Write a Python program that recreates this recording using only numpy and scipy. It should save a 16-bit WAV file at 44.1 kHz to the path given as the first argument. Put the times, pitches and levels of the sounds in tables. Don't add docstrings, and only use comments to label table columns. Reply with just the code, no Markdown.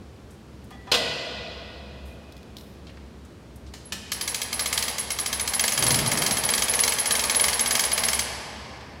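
import sys
import numpy as np
from scipy import signal
from scipy.fft import rfft, irfft
from scipy.io import wavfile
from scipy.ndimage import uniform_filter1d

SR = 44100
rng = np.random.default_rng(int(sys.argv[2]) if len(sys.argv) > 2 else 0)


def dump_mix(stems):
    frames = np.atleast_2d(stems).T
    limited = np.clip(frames, -1, 1)
    pcm = np.round(limited * 32767).astype(np.int16)
    wavfile.write(sys.argv[1], SR, pcm)


N = 396900
TIME = np.arange(N) / SR

# frequency in Hz, level in dB.
AIR_COLOUR = [(20, -34), (32, -28), (48, -16), (62, -2.5), (85, -6.5), (125, -6.5), (160, -11.5),
              (205, -6.5), (270, -12), (400, -13.5), (700, -22.5), (1250, -27), (2000, -31.5), (4500, -36),
              (10400, -46.5), (16000, -55)]
# start in seconds, level in dB, seconds to fall to 37%, pitch in Hz.
BOOT_SCUFFS = [(.306, -52, .03, 8000), (.6415, -50, .008, 10000), (.706, -49, .008, 10000),
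               (2.055, -54, .06, 10250), (2.574, -54, 0.11, 13000), (2.869, -42.5, 0.017, 3070),
               (2.893, -41, .012, 2200), (2.972, -40, .0072, 1640), (3.25, -50, 0.0096, 7060),
               (3.559, -45, .008, 9000), (3.664, -48.5, 0.028, 3930), (3.752, -47, 0.067, 5030),
               (8.808, -38, 0.0086, 2820)]
# start in seconds, level in dB, Hz above which the sound is dulled.
LATCH_TOUCHES = [(0.705, -47, 3000), (.8067, -58, 3000), (0.8702, -36.5, 895)]
# frequency in Hz, level in dB.
KNOCK_COLOUR = [(150, -4), (500, -5.5), (900, -2.5), (1400, -7.5), (1900, -1), (4500, -2), (7000, -6.5),
                (11000, -14.5), (16000, -22)]
# pitch in Hz, level in dB, fade time in seconds.
LATCH_NOTES = [(770, -0.5, 0.58), (985, -1, 0.23), (1220, 0, .25), (1767, -6, 0.54), (1950, -3, 2.2),
               (2450, -12, .5), (3380, -1, 0.38)]
# start in seconds, level in dB.
FRAME_BLOWS = [(0.9161, -8), (0.9187, 1), (.9285, -26), (.9405, -2.5), (.9485, -5)]
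# frequency in Hz, level in dB.
CRASH_COLOUR = [(60, -28), (150, -23), (230, -21), (340, -16), (500, 8), (680, -10), (900, 1.5),
                (1500, -3.5), (2250, -2.5), (2800, 6.5), (3900, 6), (5000, 1), (6200, -6), (9000, -12.5),
                (16000, -26)]
# pitch in Hz, level in dB, fade time in seconds.
FRAME_NOTES = [(156, -2.5, 2.7), (213, -3, 2.6), (250, -2, 1.4), (490, 0, 3.34), (525, 3.5, 1.7),
               (557, -5, 5), (639, 3.5, 3.3), (670, 0.5, 3.8), (681, 5, 0.83), (1045, 1, 1.1),
               (1458, -1, 2.3), (1886, -4, 3.1), (1983, -2, 1.1), (1987, 1.5, 2.6), (2467, -2.5, 3.8),
               (2570, -2, 3.1), (2593, -10, 3.3), (2940, -4, 1.4), (3040, -2, 0.62), (3295, -15, 1.1),
               (3260, -22, 1.1), (3980, -12, 0.76), (3970, -12, 1.2), (4215, -15, 1.4), (4554, -3, 1.9),
               (5050, -10, 1.6)]
# start in seconds, level in dB.
STEEL_TICKS = [(2.323, -44), (2.367, -45.5), (2.378, -49), (2.43, -49), (2.568, -34), (2.584, -39),
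               (2.61, -43)]
# frequency in Hz, level in dB.
TICK_COLOUR = [(2500, -26), (3400, 2), (4000, 1), (5200, -3), (6500, -12), (13000, -15), (16000, -17)]
# start in seconds, level in dB.
HANDLE_KNOCKS = [(3.737, -40.5), (3.9214, -27.5), (3.9271, -36.5)]
# pitch in Hz, level in dB, fade time in seconds.
HANDLE_NOTES = [(930, -5, .1), (1710, -7, 0.43), (1750, 8.5, 0.21), (2260, -9, .2), (4200, 2, .2),
                (4800, 9, 0.13)]
# start in seconds, dB compared with its ring after a click.
SPRING_STIRS = [(3.85, -12), (3.922, -11)]
CRANK_TURNS = [(4.1187, 4.2112, 4.277, 4.3448, 4.417, 4.5284),
               (4.594, 4.6588, 4.7278, 4.7766, 4.825, 4.8816),
               (4.9826, 5.1046, 5.1877, 5.2606, 5.328, 5.3969),
               (5.4759, 5.5362, 5.595, 5.6389, 5.6794, 5.7214),
               (5.7767, 5.8248, 5.8658, 5.9059, 5.9437, 5.9887),
               (6.0613, 6.1163, 6.1737, 6.2203, 6.263, 6.3094),
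               (6.3697, 6.437, 6.4899, 6.5368, 6.5787, 6.6215),
               (6.683, 6.7365, 6.7908, 6.836, 6.8779, 6.922),
               (6.9852, 7.0578, 7.1079, 7.1526, 7.1942, 7.238),
               (7.2973, 7.347, 7.3968, 7.4401, 7.4832, 7.5305),
               (7.594, 7.6599, 7.7082, 7.7525, 7.794, 7.8378),
               (7.9173, 7.9778, 8.0362, 8.0846, 8.1317, 8.1921)]
# time in seconds, level in dB.
CABLE_LOAD = [(4.1, -10), (5.4, -4.5), (6.2, -3), (7.0, -1), (7.9, -1), (8.2, -4)]
# frequency in Hz, level in dB.
SNAP_COLOUR = [(200, -11.5), (700, -11), (1400, -3.5), (2000, 1), (5000, 5.5), (9000, 0.5), (12000, -1),
               (16000, -7.5)]
# pitch in Hz, level in dB, fade time in seconds.
WINCH_NOTES = [(1199, -7, 0.039), (1695, -5, 0.042), (2111, -1.5, 0.032), (2240, -0.5, 0.026),
               (3208, 3, 0.024), (4150, -7.5, 0.042), (4670, -2, 0.033), (4970, -4, 0.031),
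               (6286, 3, 0.023), (7850, 6, 0.014)]
# level in dB, pitch in Hz.
TOOTH_ZINGS = [(-0.5, 10760), (0.5, 10700), (3, 10700), (-2.5, 10520), (-4.5, 10600), (-3, 10770)]
# frequency in Hz, level in dB.
GRIND_COLOUR = [(80, -11), (160, -4), (240, 7), (330, -12.5), (430, 6), (600, 5), (880, 7.5), (1190, 5),
                (1400, -2.5), (1680, 5.5), (2500, 1), (4000, -15.5), (9000, -37), (16000, -46)]
# frequency in Hz, level in dB.
RUMBLE_COLOUR = [(20, -42), (35, -16), (60, -12), (120, 0.5), (170, -1.5), (270, -6), (360, -12), (650, -9),
                 (1500, -21), (5000, -55)]
# frequency in Hz, fade time in seconds.
HALL_FADES = [(150, 1.2), (600, 4.5), (1500, 2.95), (3000, 2.41), (4600, 2.2), (7000, 1.31), (10500, 0.91),
              (16000, 0.24)]


def from_db(db):
    return 10 ** (np.asarray(db) / 20)


def rms_one(x):
    return x / np.sqrt(np.mean(x ** 2) + 1e-20)


def at_hz(points, hz):
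    pitches, values = np.transpose(points)
    return np.interp(np.log(np.maximum(hz, 1)), np.log(pitches), values)


def colour(x, spectrum):
    hz = np.fft.rfftfreq(len(x), 1 / SR)
    return rms_one(irfft(rfft(x) * from_db(at_hz(spectrum, hz)), len(x)))


def noise(spectrum, size=N):
    return colour(rng.standard_normal(size), spectrum)


def resonate(x, hz, width_hz):
    r = np.exp(-np.pi * width_hz / SR)
    return signal.lfilter([1 - r, 0, r - 1], [1, -2 * r * np.cos(2 * np.pi * hz / SR), r * r], x)


def narrow(x, hz, width_hz):
    return resonate(resonate(x, hz, width_hz), hz, width_hz)


def dying(t, t60):
    return from_db(-60 * t / t60)


def add(track, s, sound):
    start = max(int(s * SR), 0)
    track[start:start + len(sound)] += sound[:N - start]


def background(air_db=-45, drone_hz=68.5, drone_db=-49, waver=0.57):
    unsteady = rms_one(narrow(rng.standard_normal(N), drone_hz, width_hz=10))
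    drone = np.sin(2 * np.pi * drone_hz * TIME) + waver * unsteady
    return from_db(air_db) * noise(AIR_COLOUR) + from_db(drone_db) * rms_one(drone)


def boots(gain_db=-4.5, grit_db=2.0):
    out, t = np.zeros(N), TIME[:8192]
    for s, db, length_s, hz in BOOT_SCUFFS:
        grit = rng.standard_normal(len(t)) * from_db(grit_db * rng.standard_normal(len(t)))
        crunch = rms_one(narrow(grit, hz, width_hz=hz))
        add(out, s, from_db(db + gain_db) * crunch * np.exp(-t / length_s))
    return out


def knock(t60, rise_s=0.0015):
    t = TIME[:SR]
    return noise(KNOCK_COLOUR, len(t)) * dying(t, t60) * np.minimum(t / rise_s, 1)


def soften(x, cutoff_hz):
    return signal.lfilter(*signal.butter(1, cutoff_hz, fs=SR), x)


def lingering(notes, width_hz=55, rise_s=0.01):
    t = TIME[:2 * SR]
    white = rng.standard_normal(len(t) + SR // 4)
    ring = np.zeros(len(t))
    for hz, db, t60 in notes:
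        band = narrow(white, hz, width_hz)[-len(t):]
        ring += from_db(db) * rms_one(band) * dying(t, t60)
    return ring * np.minimum(t / rise_s, 1)


def latch(knock_db=1.0, ring_db=-2.5):
    knocks, rings = np.zeros((2, N))
    for s, db, cutoff_hz in LATCH_TOUCHES:
        add(knocks, s, from_db(db + knock_db) * soften(knock(t60=0.19), cutoff_hz))
        add(rings, s, from_db(db + ring_db) * soften(lingering(LATCH_NOTES), cutoff_hz))
    return knocks, rings


def frame_clank(crash_db=-14.5, crash_t60=0.09, ring_db=-40.5):
    crashes, ring = np.zeros((2, N))
    t = TIME[:SR // 2]
    for s, db in FRAME_BLOWS:
        add(crashes, s, from_db(db + crash_db) * noise(CRASH_COLOUR, len(t)) * dying(t, crash_t60))
    main_blow_s = FRAME_BLOWS[1][0]
    add(ring, main_blow_s, from_db(ring_db) * lingering(FRAME_NOTES))
    return crashes, ring


def ticks(t60=0.026):
    out, t = np.zeros(N), TIME[:4096]
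    for s, db in STEEL_TICKS:
        add(out, s, from_db(db) * noise(TICK_COLOUR, len(t)) * dying(t, t60))
    return out


def struck(notes, t, scatter_db, detune=0):
    hz, db, t60 = np.transpose(notes)[:, :, None]
    strength = from_db(db + scatter_db * rng.standard_normal(hz.shape)) * rng.choice([-1, 1], hz.shape)
    hz = hz * (1 + detune * rng.standard_normal(hz.shape))
    return np.sum(strength * np.sin(2 * np.pi * hz * t) * dying(t, t60), axis=0)


def handle(gain_db=4.5, ring_db=-29):
    out = np.zeros(N)
    for s, db in HANDLE_KNOCKS:
        ring = from_db(ring_db) * struck(HANDLE_NOTES, TIME[:SR], scatter_db=1)
        add(out, s, from_db(db + gain_db) * (knock(t60=0.071) + ring))
    return out


def spring_ring(hz=10840, width_hz=70, level_db=-37, t60=0.27):
    t = TIME[:SR // 4]
    band = narrow(rng.standard_normal(len(t)), hz, width_hz)
    return from_db(level_db) * rms_one(band) * dying(t, t60)


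def pace(s, brisk_teeth_per_s=20):
    clicks = np.ravel(CRANK_TURNS)
    return np.interp(s, clicks, -np.log2(np.gradient(clicks) * brisk_teeth_per_s))


def load_db(s):
    return np.interp(s, *np.transpose(CABLE_LOAD))


def snap(rise_s=0.0045, chatter_s=0.0019, t60=0.065):
    t = TIME[:4096]
    rise = np.minimum(0.76 + t / rise_s, 1)
    fade = dying(np.maximum(t - chatter_s, 0), t60)
    return noise(SNAP_COLOUR, len(t)) * rise * fade


def clink(rise_s=0.0023):
    t = TIME[:8192]
    return struck(WINCH_NOTES, t, scatter_db=2.5, detune=0.011) * np.minimum(t / rise_s, 1)


def zing(hz, swell_s=0.005, mean_fall_hz_per_s=18000, lower_hz=10080, lower_db=-9):
    t = TIME[:2048] - TIME[1024]
    fall = mean_fall_hz_per_s * rng.uniform(0, 2)
    tone = np.sqrt(2) * np.sin(2 * np.pi * (hz * t - fall * t * t / 2))
    flutter = rms_one(narrow(rng.standard_normal(len(t)), hz, width_hz=900))
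    lower = rms_one(resonate(rng.standard_normal(len(t)), lower_hz, width_hz=220))
    lower *= from_db(lower_db + 4 * rng.uniform(-1.2, 1))
    swell = np.hanning(len(t)) / np.cosh(t / swell_s)
    return (1.34 * tone + 0.6 * flutter + lower) * swell


def ratchet(snap_db=-21.5, clink_db=-22, db_per_doubling=4.5, uneven_db=2.0,
            zing_db=-23, zing_delay_s=0.018, zing_scatter_db=4.5, zing_scatter_hz=140):
    snaps, clinks, spring = np.zeros((3, N))
    for k, s in enumerate(np.ravel(CRANK_TURNS)):
        force, swing, bend = rng.uniform(-0.75, 1, 3)
        click_db = db_per_doubling * pace(s) + uneven_db * force
        add(snaps, s - 0.0006, from_db(snap_db + click_db) * snap())
        add(clinks, s, from_db(clink_db + click_db) * clink())
        tooth_db, hz = TOOTH_ZINGS[k % len(TOOTH_ZINGS)]
        spring_db = zing_db + tooth_db + load_db(s) + zing_scatter_db * swing
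        zing_start_s = s + zing_delay_s - TIME[1024]
        add(spring, zing_start_s, from_db(spring_db) * zing(hz + zing_scatter_hz * bend))
        add(spring, s, spring_ring())
    for s, db in SPRING_STIRS:
        add(spring, s, from_db(db) * spring_ring())
    return snaps, clinks, spring


def gear_level(base_db=-35.5, db_per_doubling=7.5, load_share=0.4, ring_on_db=-3, ring_on_t60=2.9):
    first_s, last_s = np.ravel(CRANK_TURNS)[[0, -1]]
    turning = from_db(base_db + db_per_doubling * pace(TIME) + load_share * load_db(TIME))
    ring_on = np.where(TIME > last_s, from_db(ring_on_db) * dying(TIME - last_s, ring_on_t60), 1)
    return uniform_filter1d(turning * (TIME > first_s) * ring_on, size=2000)


def gears(slips_per_s=500, steady_share=0.45):
    slips = (rng.random(N) < slips_per_s / SR) * rng.standard_normal(N)
    rub = colour(slips, GRIND_COLOUR) + steady_share * noise(GRIND_COLOUR)
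    return gear_level() * rms_one(rub)


def frame_rumble(start_s=5.76, level_db=-31, rise_s=0.069, hold_s=0.2, t60=1.7):
    t = TIME - start_s
    rise = np.clip(t / rise_s, 0, 1)
    fade = dying(np.maximum(t - rise_s - hold_s, 0), t60)
    return from_db(level_db) * rise * fade * noise(RUMBLE_COLOUR)


def workshop(x, tail_db=-2.5, build_s=0.014, early_db=-5, early_t60=0.24, echoes_per_s=900):
    t, tail = TIME[:2 * SR], 0
    edges_hz = np.geomspace(50, 18000, num=16)
    white = rng.standard_normal((2, len(t)))
    for k, band in enumerate(zip(edges_hz, edges_hz[1:])):
        middle_hz = np.sqrt(band[0] * band[1])
        part = signal.sosfilt(signal.butter(2, band, "band", fs=SR, output="sos"), white[k % 2])
        tail += part * dying(t, at_hz(HALL_FADES, middle_hz))
    tail *= 1 - np.exp(-t / build_s)
    tail *= np.sqrt(np.log(1000) / SR)
    early = (rng.random(len(t)) < echoes_per_s / SR) * rng.standard_normal(len(t))
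    early *= (t > 0.005) * dying(t, early_t60)
    echoes = from_db(tail_db) * tail + from_db(early_db) * early / np.linalg.norm(early)
    return signal.fftconvolve(x, echoes)[:N]


def scene(clink_echo_db=-8, spring_echo_db=-2.5, small_echo_db=-5):
    small_sounds = boots() + ticks()
    latch_knocks, latch_rings = latch()
    crashes, frame_ring = frame_clank()
    steel = latch_knocks + crashes + handle()
    snaps, clinks, spring = ratchet()
    steel += snaps + gears() + frame_rumble()
    direct = steel + clinks + spring + small_sounds
    hall = workshop(steel + from_db(clink_echo_db) * clinks + from_db(spring_echo_db) * spring
                    + from_db(small_echo_db) * small_sounds)
    return (direct + hall + latch_rings + frame_ring + background())[None]


def record(dry, cutoff_hz=15800):
    return signal.sosfilt(signal.ellip(10, 0.2, 70, cutoff_hz, fs=SR, output="sos"), dry)


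dry = scene()
out = record(dry)
dump_mix(out)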